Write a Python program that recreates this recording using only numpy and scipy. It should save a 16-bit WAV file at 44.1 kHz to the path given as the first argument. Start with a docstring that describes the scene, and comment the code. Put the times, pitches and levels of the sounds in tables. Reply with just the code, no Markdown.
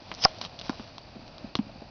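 """Hollow plastic knocks and taps: puppies bump their toys about on bare ground in a quiet yard.
One toy scrapes, catches with a short squeak and lands with a sharp knock that rings its shell.
Light taps clatter and soft blows thud on the hollow toys while dry grass and grit crackle under them.
Behind it all sit a low outdoor hiss and the faint trill of an insect's wing strokes."""
import sys
import numpy as np
from scipy import signal
from scipy.fft import rfft, irfft
from scipy.io import wavfile
from scipy.ndimage import uniform_filter1d

SR = 44100
rng = np.random.default_rng(int(sys.argv[2]) if len(sys.argv) > 2 else 0)


def to_wav(s):
    """Save 16-bit WAV."""
    ch = np.atleast_2d(s).T  # columns
    pcm = np.round(np.clip(ch, -1, 1) * 32767)  # PCM
    wavfile.write(sys.argv[1], SR, pcm.astype(np.int16))


N = 83790


def amp(db):
    """Decibels to gain."""
    return 10 ** (np.asarray(db) / 20)


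def unit(x):
    """Scales to rms 1."""
    return x / np.sqrt(np.mean(x ** 2) + 1e-20)


def fade(t, t60):
    """Exponential decay, 60 dB down at t60."""
    return np.exp(-np.log(1000) * t / t60)


def add(mix, start_s, sound):
    """Lays a sound into the mix at start_s."""
    part = mix[max(round(start_s * SR), 0):][:len(sound)]
    part += sound[:len(part)]


def coloured(x, points):
    """Shapes x with an EQ curve of (freq_hz, gain_db) points, at rms 1."""
    hz, db = np.transpose(points)
    freqs = np.fft.rfftfreq(len(x), 1 / SR)
    gain = amp(np.interp(np.log(freqs + 1), np.log(hz), db))
    return unit(irfft(rfft(x) * gain, len(x)))


def envelope(points):
    """Gain curve through (time_s, level_db) points, silent outside them."""
    times, db = np.transpose(points)
    t = np.arange(N) / SR
    inside = (t >= times[0]) & (t <= times[-1])
    return inside * amp(np.interp(t, times, db))


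def low_pass(x, hz, size=255):
    """Steep low-pass."""
    return signal.oaconvolve(x, signal.firwin(size, hz, window="blackman", fs=SR)[None], "same")


def knock(attack_s=0.00053, push_rise_s=0.006):
    """The hollow toy lands: its modes ring and die quickly over a low push."""
    # modes of the toy: pitch_hz, level_db, t60_s
    modes = [(791, -4, 0.018), (1115, -4, 0.013), (1347, -18.5, 0.035), (769, -27, .06), (1057, -36, 0.081),
             (632, -37, 0.28)]
    t = np.arange(SR // 2) / SR
    ring = sum(amp(db) * fade(t, t60) * np.sin(2 * np.pi * hz * t) for hz, db, t60 in modes)
    push = amp(-29) * fade(t, t60=0.089) * (1 - np.exp(-t / push_rise_s))
    return (1 - np.exp(-t / attack_s)) * ring + push


def tap(body_db, shell_db, tick_db, tick_hz, chatter_s, size=4096):
    """A click, its chatter and a short scatter excite three broad, well damped resonances."""
    t = np.arange(size) / SR
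    freqs = abs(np.fft.fftfreq(size, 1 / SR)) + 1
    # hollow body, shell and tick: relative_db, centre_hz, width_octaves
    resonances = (body_db, 215, 0.88), (shell_db, 906, 0.82), (tick_db, tick_hz, 0.53)
    steepness = 2.67
    power = sum(amp(db) ** 2 / (1 + (np.log2(freqs / hz) / width) ** 2) ** steepness
                for db, hz, width in resonances)
    # minimum phase keeps the attack sharp
    log_spectrum = np.conj(signal.hilbert(np.log(np.sqrt(power))))
    ring = np.fft.ifft(np.exp(log_spectrum)).real
    chatter = unit(rng.standard_normal(size) * t * np.exp(-2 * t / chatter_s))
    scatter = unit(rng.standard_normal(size) * fade(t, t60=0.084))
    force = (0.59 * chatter + 0.32 * scatter) / np.sqrt(size)
    force[0] += 1  # the click
    return signal.fftconvolve(force, ring)[:size]


def taps():
    """The toys clatter, one tap for each hard contact."""
    # hard contacts, levels relative: start_s, body_db, shell_db, tick_db, tick_hz, chatter_s
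    contacts = [(0.1164, -4, -1.5, -6, 2500, 0.0054), (0.1408, -37, -29, -16, 5050, 0.0032),
                (0.1494, -40, -40, -14.5, 5400, 0.0035), (0.229, -26, -13, -14, 3560, 0.009),
                (0.238, -35, -16, -27, 3100, .004), (0.2507, -14, 9, 5, 2100, .0012),
                (0.2533, -45, 1.5, -10, 4000, 0.001), (0.386, -32.5, -33, -19, 4470, 0.0066),
                (0.4144, -7.5, -6, -3.5, 3890, .002), (0.4174, -33, -17, -10, 4600, 0.0054),
                (.4430, -26, -39, -17, 4300, .003), (0.4502, -16, -10.5, -7.5, 3530, 0.0042),
                (0.5906, -25, -29.5, -12, 3930, 0.0016), (.5968, -41, -44, -12.5, 4100, 0.0027),
                (0.6138, -7.5, -15.5, -10, 3540, 0.0055), (0.666, -26, -15.5, -19.5, 4180, 0.0046),
                (0.6953, -27, 3, -10, 4600, 0.0023), (.7030, -5, -9, -17.5, 4330, .004),
                (0.731, -34, -13, -34, 1340, 0.0059), (.7970, 0.5, -12, -27, 3000, 0.0043),
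                (0.982, -19, -11.5, -13, 3980, 0.0016), (1.156, -7, -37, -31, 3000, 0.0068),
                (1.17, -36, -25, -44, 3000, 0.0054), (1.279, -36, -20, -23, 4140, 0.0023),
                (1.3822, -32, -18, -17.5, 3980, 0.0008), (1.447, -6, -31, -50, 3000, 0.0072),
                (1.5537, 9, 3, 2.5, 3400, 0.0021), (1.5667, -18, -21, -15, 4900, 0.0097),
                (1.589, -28, -9, -15, 2780, 0.012), (1.694, -7, -23, -56, 3000, .006),
                (1.7165, -39, -41, -29.5, 3900, .002), (1.82, -3, -25, -44, 3000, .003)]
    out = np.zeros(N)
    for start_s, *contact in contacts:
        add(out, start_s, tap(*contact))
    return amp(5.5) * out


def bumps(wall_hz=211.3, swell_power=3.04):
    """Soft blows on hollow toys swell and die in a dull thud; the plastic wall rings on faintly."""
    # soft blows: start_s, level_db, pitch_hz, peak_s, wall_db (relative to the blow)
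    blows = [(.019, -39.5, 282, 0.0035, -18), (0.2488, -19, 153, 0.0023, -43),
             (.386, -37.5, 614, 0.0033, -29), (.4135, -34, 850, 0.00095, -43),
             (.450, -41.5, 175, 0.012, -20), (0.6936, -19.5, 257.5, 0.0046, -22),
             (.7965, -34.5, 204, 0.0035, -20), (1.158, -39.5, 273, 0.0036, -21),
             (1.166, -32, 237, 0.0023, -13), (1.19, -41.5, 280, 0.0056, -20.5),
             (1.216, -43, 245, 0.0092, -20), (1.441, -28.5, 226, 0.0061, -22),
             (1.555, -28.5, 118, 0.0042, -32), (1.5885, -35.5, 797, 0.0033, -37),
             (1.5887, -16, 231.7, 0.0064, -19.5), (1.607, -32, 221, 0.0039, -21),
             (1.665, -36.5, 229, 0.0036, -8), (1.693, -39, 645, 0.0051, -24), (1.755, -39, 218, .005, -20),
             (1.8225, -36.5, 626, 0.002, -48)]
    out, t = np.zeros(N), np.arange(SR // 2) / SR
    for start_s, db, hz, peak_s, wall_db in blows:
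        swell = (t / peak_s * np.exp(1 - t / peak_s)) ** swell_power
        thud = swell * np.sin(2 * np.pi * hz * t)
        wall_level = amp(wall_db) * (1 - np.exp(-t / peak_s)) * fade(t, t60=0.22)
        wall = wall_level * np.sin(2 * np.pi * wall_hz * t)
        add(out, start_s, -amp(db) * (thud + wall))
    return out


def scrape():
    """Plastic slides harder and harder: a short, bright swell of friction noise."""
    # swell of the slide: time_s, level_db
    swell = [(.16, -87), (.2, -48), (.223, -33), (.235, -29), (.239, -18.5), (.2425, -20), (.2445, -23.5),
             (.249, -18.5), (.253, -30), (.259, -76)]
    # tone of the friction: freq_hz, gain_db
    colour = [(60, -22), (700, -9.5), (1800, -14), (2700, -6.5), (4200, -5.5), (4900, 0), (5250, 7.5),
              (5550, -8), (5900, 3.5), (6600, -10)]
    return envelope(swell) * coloured(rng.standard_normal(N), colour)


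def squeak(length_s=0.0031, pitch_hz=5043, upper_hz=5900):
    """The sliding plastic catches in one shrill squeak with a weaker upper partial."""
    t = np.arange(0, length_s, 1 / SR)
    tone = np.sin(2 * np.pi * pitch_hz * t) + amp(-13.5) * np.sin(2 * np.pi * upper_hz * t)
    return amp(-2) * np.sin(np.pi * t / length_s) ** 2 * tone


def rustle(grains_per_s=4600, spread_db=4):
    """Dry grass and grit give way under the toys in tiny crackles."""
    # stirring of the ground: time_s, level_db
    stir = [(0, -56.5), (.13, -52), (.2, -47), (.27, -45), (.33, -51), (.365, -50), (.4, -53.5), (.43, -42),
            (.458, -43), (.48, -54.5), (.57, -58), (.67, -44), (.73, -51.5), (.8, -50), (.95, -57.5),
            (1.2, -65), (1.9, -69.5)]
    # tone of the crackle: freq_hz, gain_db
    colour = [(100, -20), (700, 0.5), (1700, -9.5), (3000, -5), (4700, -5), (5800, -7.5), (6600, -18.5)]
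    sizes = amp(spread_db * np.minimum(rng.exponential(1, N), 4)) * rng.choice([-1, 1], N)
    grains = sizes * (rng.random(N) < grains_per_s / SR)
    return envelope(stir) * coloured(grains, colour)


def insect(strokes_per_s=57.3, pitch_hz=5118, fall_hz_per_s=74000, level_db=-53.5):
    """A distant insect trills: one falling chirp for each wing stroke, a little uneven."""
    chirp_s, rise_s = 0.014, 0.0072
    jitter_s, spread_db, spread_hz = 0.0021, 1.3, 55
    out, t = np.zeros(N), np.arange(0, chirp_s, 1 / SR)
    shape = (t / rise_s * np.exp(1 - t / rise_s)) ** 2 * (1 - (t / chirp_s) ** 2)
    for start_s in np.arange(0, N / SR, 1 / strokes_per_s):
        late, loud, high = rng.standard_normal(3)
        hz = pitch_hz + spread_hz * high - fall_hz_per_s * t
        chirp = shape * np.sin(2 * np.pi * np.cumsum(hz) / SR)
        add(out, start_s + jitter_s * late, amp(level_db + spread_db * loud) * chirp)
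    return out


def air(level_db=-48.5, drift_db=1.13):
    """A bed of quiet outdoor hiss whose level drifts a little."""
    # tone of the yard: freq_hz, gain_db
    colour = [(20, -10.5), (35, 5), (70, 0), (110, 5), (190, -0.5), (310, -2), (430, -10.5), (610, -0.5),
              (820, -4), (1050, -10.5), (1650, -15.5), (2150, -18), (2460, -11), (3300, -20), (4100, -13.5),
              (4730, -16), (5700, -21.5), (6550, -27)]
    drift = unit(uniform_filter1d(rng.standard_normal(N), size=4000))
    return amp(level_db + drift_db * drift) * coloured(rng.standard_normal(N), colour)


def scene():
    """The toys over the yard's ambience, heard in the open from one spot."""
    out = air() + rustle() + scrape() + bumps() + taps() + insect()
    add(out, start_s=0.2493, sound=squeak())
    add(out, start_s=0.2544, sound=knock())
    return out[None]


def record(dry):
    """A narrow-band finish: the treble is cut away and any peak over full scale clips."""
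    softened = low_pass(dry, hz=6150, size=101)
    narrow = low_pass(softened, hz=6650)
    return low_pass(np.clip(narrow, -1, 1), hz=16000)


dry = scene()
out = record(dry)
to_wav(out)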